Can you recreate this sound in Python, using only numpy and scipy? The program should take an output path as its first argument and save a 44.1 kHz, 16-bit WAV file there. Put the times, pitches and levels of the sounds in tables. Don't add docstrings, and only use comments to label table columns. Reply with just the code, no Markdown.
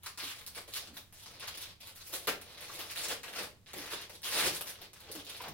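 import sys
import numpy as np
from scipy import signal
from scipy.fft import rfft, irfft, next_fast_len
from scipy.io import wavfile

SR = 44100
rng = np.random.default_rng(int(sys.argv[2]) if len(sys.argv) > 2 else 0)


def generate_wav(sig):
    pcm = np.round(np.clip(np.atleast_2d(sig).T, -1, 1) * 32767).astype(np.int16)
    wavfile.write(sys.argv[1], SR, pcm)


N = 243873
T = np.arange(N) / SR


def undb(db):
    return 10 ** (np.asarray(db) / 20)


def unit(x):
    return x / np.sqrt(np.mean(x ** 2))


def even(response):
    return response / np.sqrt(np.sum(response ** 2))


def at(points, hz):
    f, value = np.transpose(points)
    return np.interp(np.log(np.maximum(hz, 1)), np.log(f), value)


def ring(x, response):
    return signal.oaconvolve(x, response)[:len(x)]


def colour(points, size=4096):
    log_gain = np.log(undb(at(points, np.fft.rfftfreq(size, 1 / SR))))
    cepstrum = irfft(log_gain)
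    cepstrum[1:size // 2] *= 2
    cepstrum[size // 2 + 1:] = 0
    return irfft(np.exp(rfft(cepstrum)))


def brighten(x, treble_db, hinge_hz=6000):
    low = signal.sosfiltfilt(signal.butter(2, hinge_hz, fs=SR, output="sos"), x)
    return low + undb(treble_db) * (x - low)


def hollow(x, middle_db, centre_hz=1350):
    band = signal.lfilter(*signal.iirpeak(centre_hz, .8, fs=SR), x)
    return x + (undb(middle_db) - 1) * band


def walk(rate):
    points = rng.standard_normal(N // 100)
    return np.sqrt(3 / 2) * np.interp(T * rate, np.arange(len(points)), points)


def rustle(clicks_per_s=2400, crackle_db=-1.0, usual_db=-46, crowding=0.65, snag_db=0.86, snags_per_s=60,
           folds_per_s=45, fold_db=-8):
    work_db, treble_db, middle_db = hands()
    crowd = undb(crowding * (work_db - usual_db))
    fibres = crackle(clicks_per_s * crowd, spread_db=6.0)
    folds = crackle(folds_per_s * crowd, spread_db=1.5)
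    clicks = hollow(brighten(fibres + undb(fold_db) * folds, treble_db), middle_db)
    level_db = work_db + crackle_db + snag_db * walk(snags_per_s)
    return deforming(clicks * undb(level_db))


def hands(rest_db=-80):
    power, treble, middle = undb(rest_db) ** 2, 0, 0
    for envelope, db, _, treble_db, middle_db in gestures():
        share = (undb(db) * envelope) ** 2
        power = power + share
        treble = treble + share * treble_db
        middle = middle + share * middle_db
    return 10 * np.log10(power), treble / power, middle / power


def gestures(grip_s=.006, let_go_s=0.017, drift_db=-0.5, squeeze_s=0.017, relax_s=0.016):
    # (start [s], length [s], crackle [dB], flex [dB], treble change [dB], middle change [dB])
    pulls = [(0.17, 0.14, -41.5, -61.5, -3.5, 1.5), (0.349, 0.066, -54, -64, 1.5, 5.5),
             (0.666, 0.074, -55.5, -72, 2, 4), (0.777, 0.094, -52, -58.5, -7, 4),
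             (1.117, .12, -55, -68.5, -3.5, -2.5), (1.247, 0.13, -50.5, -60.5, -8.5, 1.5),
             (1.498, 0.21, -49.5, -63, -12.5, -3.5), (1.793, 0.12, -49, -64, -5, -8),
             (1.946, 0.15, -59, -68, 10, 6.5), (2.084, .16, -50.5, -57.5, 0, -1),
             (2.395, 0.23, -50, -60.5, -8.5, 0), (2.592, 0.31, -47, -56.5, -4, 0),
             (2.95, .11, -40.5, -52.5, 2, 7), (3.23, 0.14, -50, -53.5, -1.5, 6.5),
             (3.347, 0.1, -42, -47, -1.5, 4.5), (3.657, 0.057, -55, -63, -12, 5.5),
             (3.747, .14, -44.5, -53.5, -5.5, 2.5), (3.928, 0.098, -44, -57, -16, -1.5),
             (4.229, 0.089, -34.5, -51.5, -3.5, 0), (4.319, 0.15, -32, -40, -3, 2),
             (4.522, 0.045, -38.5, -56, -1.5, -1), (4.655, 0.041, -41, -54.5, 4.5, 4.5),
             (4.70, 0.16, -53.5, -63, -23, -2.5), (4.937, .06, -57.5, -71, -3, 3),
             (5.0, 0.12, -50.5, -59, -19, 0.5), (5.102, .1, -45, -56, -13, -2),
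             (5.254, 0.13, -46, -57.5, -9, -3), (5.392, 0.094, -49, -51.5, -25, 7.5)]
    # (peak time [s], crackle [dB], flex [dB], treble change [dB], middle change [dB])
    crumples = [(0.066, -47.5, -59.5, 4.5, 12), (0.574, -40, -47.5, 1, 5), (0.772, -37.5, -61, -0.5, -5),
                (0.973, -47.5, -53, 4.5, 5.5), (1.432, -37.5, -50.5, -10, 6), (1.616, -41, -80, 4.5, -3),
                (2.011, -44, -74, -8, -2.5), (2.797, -40, -47.5, 1.5, 5), (2.91, -42, -69, -5, 2.5),
                (3.047, -32.5, -49, -4, -6.5), (3.108, -32, -42.5, -1, 5), (3.39, -36.5, -57, -5, 6),
                (4.145, -47.5, -55.5, 0.5, 0), (4.395, -30, -42, 2, 1.5), (4.468, -33, -40, 5, 6),
                (4.822, -45, -52.5, -24, -1.5)]
    for s, length, *touch in pulls:
        grip = 1 - np.exp(-np.maximum(T - s, 0) / grip_s)
        drift = undb(drift_db * (np.clip((T - s) / length, 0, 1) - .5))
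        let_go = np.exp(-np.maximum(T - s - length, 0) / let_go_s)
        yield grip * drift * let_go, *touch
    for s, *touch in crumples:
        yield np.exp(-np.maximum((s - T) / squeeze_s, (T - s) / relax_s)), *touch


def crackle(rate, spread_db, decay_s=0.00047, size=128):
    strength = undb(spread_db * np.minimum(rng.exponential(size=N), 4))
    energy = strength ** 2 * (rng.random(N) < rate / SR)
    energy = ring(energy / rate, np.exp(-2 * T[:size] / decay_s))
    return unit(np.sqrt(np.abs(energy)) * rng.standard_normal(N))


def deforming(x, wander_db=1.7, changes_per_s=22, count=14):
    size = next_fast_len(N)
    centres, hz = np.geomspace(800, 15000, count), np.fft.rfftfreq(size, 1 / SR)
    spectrum, out = rfft(x, size), 0
    for weights in np.eye(count):
        band = irfft(spectrum * at(list(zip(centres, weights)), hz), size)[:N]
        out = out + band * undb(wander_db * walk(changes_per_s))
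    return out


def rips():
    # (start [s], length [s], crackle [dB], tug [dB], treble change [dB], middle change [dB])
    splits = [(0.18, 0.007, -49.5, -79, 3, 10), (0.473, 0.003, -41, -52, 6.5, 3.5),
              (0.755, 0.018, -34.5, -56.5, -9, -1.5), (1.404, 0.0042, -35, -74, -22, -17),
              (1.477, 0.0082, -34, -55, -6.5, 1.5), (2.125, 0.038, -44, -81, 6, 5.5),
              (2.271, 0.025, -32, -39, -3.5, 3.5), (3.233, 0.0089, -47, -75, -17, 14.5),
              (3.738, 0.0028, -42.5, -42.5, -13, 8.5), (3.904, 0.038, -41.5, -62, -0.5, 9),
              (4.095, 0.0072, -42.5, -52.5, -13, -1)]
    fibres, tug = np.zeros((2, N))
    clicks = crackle(6000, spread_db=3.0)
    pull = rng.standard_normal(N)
    for s, length, db, flex_db, treble_db, middle_db in splits:
        run = slice(int(s * SR), int((s + length) * SR))
        burst = brighten(unit(clicks[run]), treble_db)
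        fibres[run] += undb(db) * hollow(burst, middle_db)
        tug[run] += undb(flex_db) * pull[run]
    return fibres, tug


def snaps(snap_db=14.0, treble_db=4.5, decay_s=.00035, shiver_db=-16, shiver_s=.003, size=1024):
    # (time [s], relative level [dB])
    folds = [(0.0338, -37), (0.1754, -34), (0.4643, -32), (0.6784, -43), (0.7377, -27), (0.7522, -29),
             (1.1258, -43), (1.3977, -36), (1.4745, -33), (1.5499, -38), (1.5748, -32), (1.8048, -45),
             (1.8721, -34), (2.1385, -24), (2.2722, -20), (2.4139, -37), (2.6085, -37), (2.7392, -34),
             (2.9113, -30), (3.0844, -26), (3.2321, -36), (3.675, -45), (3.7334, -32), (3.7793, -32),
             (4.0143, -36), (4.0961, -38), (4.2193, -39), (4.5496, -28), (4.6099, -22), (4.816, -36),
             (4.9327, -39), (5.0045, -41), (5.1158, -30), (5.1522, -31), (5.2485, -40), (5.2964, -34),
             (5.3672, -38), (5.4171, -34), (5.4834, -36)]
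    out = np.zeros(N + size)
    t = T[:size]
    fade = np.exp(-t / decay_s) + undb(shiver_db) * np.exp(-t / shiver_s)
    for (s, db), grain in zip(folds, rng.standard_normal((len(folds), size))):
        start = int(s * SR)
        out[start:start + size] += undb(db + snap_db) * even(grain * fade)
    return brighten(out[:N], treble_db, hinge_hz=9500)


def bend():
    return np.sqrt(sum((undb(flex_db) * envelope) ** 2 for envelope, _, flex_db, _, _ in gestures()))


def flexing(drive):
    # (frequency [Hz], relative level [dB])
    sheet_tone = [(70, -25), (140, -6.5), (260, -5), (380, 0), (500, 9.5), (620, 0.5), (850, 5),
                  (1300, -26), (2500, -16.5)]
    # (frequency [Hz], time to fade by 60 dB [s], relative level [dB])
    parcel = [(425, .10, -12), (480, .08, -11), (596, .11, -12), (682, .09, -16)]
    t, modes = T[:SR // 4], 0
    for hz, t60, db in parcel:
        tone = np.sin(2 * np.pi * hz * t) * np.exp(-np.log(1000) * t / t60)
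        modes = modes + undb(db) * even(tone)
    return ring(drive, even(colour(sheet_tone))) + ring(drive, modes)


def bumps(sharpness=2.9, size=8192):
    # (time [s], pitch [Hz],
    # length [s], relative level [dB])
    knocks = [(0.219, 298, 0.02, -53), (0.678, 517, 0.0074, -50), (0.874, 235, 0.048, -59.5),
              (2.128, 550, 0.015, -44.5), (2.272, 1840, 0.015, -31), (2.274, 240, 0.0073, -45.5),
              (2.275, 444, 0.0088, -36.5), (2.693, 1080, 0.0061, -44.5), (3.089, 517, 0.042, -44.5),
              (3.383, 483, 0.031, -51), (3.753, 303, 0.02, -48.5), (3.921, 400, 0.017, -45),
              (4.423, 92, 0.0533, -59.5), (4.446, 192, 0.021, -51), (4.450, 405, 0.029, -40.5),
              (5.084, 430, 0.0154, -48), (5.148, 328, .016, -47), (5.401, 980, 0.0064, -42.5),
              (5.429, 785, 0.052, -48.5), (5.478, 144, 0.032, -50.5)]
    out = np.zeros(N + size)
    for (s, hz, length, db), contact in zip(knocks, rng.standard_normal((len(knocks), size))):
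        scrape = contact * (T[:size] < length)
        tone = signal.lfilter(*signal.iirpeak(hz, sharpness, fs=SR), scrape)
        start = int(s * SR)
        out[start:start + size] += undb(db) * np.sqrt(length * SR) * even(tone)
    return out[:N]


def scatter(x, count, size=64):
    path = np.repeat(rng.integers(0, count, N // size + 1), size)[:N]
    return sum(room(x * (path == k)) for k in range(count))


def room(x, direct_db=-6.0, tail_db=-1.5, build_s=.002, right_lag=3, size=18000):
    # (rough delay [s], level against the direct sound [dB])
    echoes = [(.005, -2), (.0092, -12.5), (0.0131, -28.5), (0.011, -5)]
    # (frequency [Hz], time to fade by 60 dB [s])
    fade_times = [(150, .5), (500, 0.3), (1400, 0.28), (4000, 0.28), (10000, 0.22), (16000, 0.25)]
    t, hz = T[:size], np.fft.rfftfreq(size, 1 / SR)
    noise, tail = rfft(pair(size)), 0
    for k, (_, t60) in enumerate(fade_times):
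        share = at([(f, j == k) for j, (f, _) in enumerate(fade_times)], hz)
        tail = tail + irfft(noise * share, size) * np.exp(-np.log(1000) * t / t60)
    tail = tail * (1 - np.exp(-(t / build_s) ** 2))
    responses = undb(tail_db) * np.array([even(late) for late in tail])
    responses[[0, 1], [0, right_lag]] += undb(direct_db)
    for delay, db in echoes:
        arrival = int(delay * (1 + .05 * rng.standard_normal()) * SR) + rng.integers(0, 8, 2)
        responses[[0, 1], arrival] += undb(direct_db + db) * rng.choice([-1, 1])
    return np.array([ring(x, response) for response in responses])


def pair(size, alike_hz=1000):
    mid, side = rfft(rng.standard_normal((2, size)))
    hz = np.fft.rfftfreq(size, 1 / SR)
    likeness = np.clip(0.85 / (1 + (hz / alike_hz) ** 3), 0, 1)
    left_right = np.array([[1], [-1]])
    return irfft(mid * np.sqrt(1 + likeness) + left_right * side * np.sqrt(1 - likeness), size)


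def still_room(rumble_db=-66.5, swell_db=0.9):
    # (frequency [Hz], relative level [dB])
    hush = [(20, -4.5), (32, -34), (45, -7), (75, -0.5), (98, 2), (130, -6), (200, -9.5), (400, -20),
            (1000, -25), (4000, -29), (16000, -34)]
    rumble = np.array([ring(side, even(colour(hush))) for side in pair(N)])
    return rumble * undb(rumble_db + swell_db * walk(21))


def scene(flex_db=-3.0, nudge_db=-16):
    # (frequency [Hz], relative level [dB])
    paper_tone = [(400, -32.5), (700, -8.5), (850, -8.5), (1100, -1.5), (1500, -2.5), (2000, -1),
                  (2800, 0.5), (3900, 2.5), (5000, 0.5), (7400, -5), (9800, 0.5), (12000, -4.5),
                  (16000, -7)]
    fibres, tug = rips()
    ticks = snaps()
    bending = rng.standard_normal(N) * bend() * undb(flex_db) + tug + undb(nudge_db) * ticks
    crackling = scatter(rustle() + fibres + ticks, count=12)
    paper = [ring(side, even(colour(paper_tone))) for side in crackling]
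    sheet = [flexing(side) for side in scatter(bending, count=4)]
    return np.array(paper) + np.array(sheet) + room(bumps()) + still_room()


def record(dry, top_hz=15900):
    # (frequency [Hz], level difference [dB])
    ports = [(60, -3.5), (200, -1.5), (700, 1), (1800, 2), (3000, 0.5), (4200, -2.5), (6000, 2),
             (7900, 5.5), (9300, -4.5), (12000, -1.5), (13500, 9.5), (15000, 1)]
    heard = []
    for x, sign in zip(dry, (1, -1)):
        heard.append(ring(x, colour([(hz, sign * db / 2) for hz, db in ports])))
    return signal.sosfilt(signal.ellip(12, .2, 70, top_hz, fs=SR, output="sos"), heard)


dry = scene()
out = record(dry)
generate_wav(out)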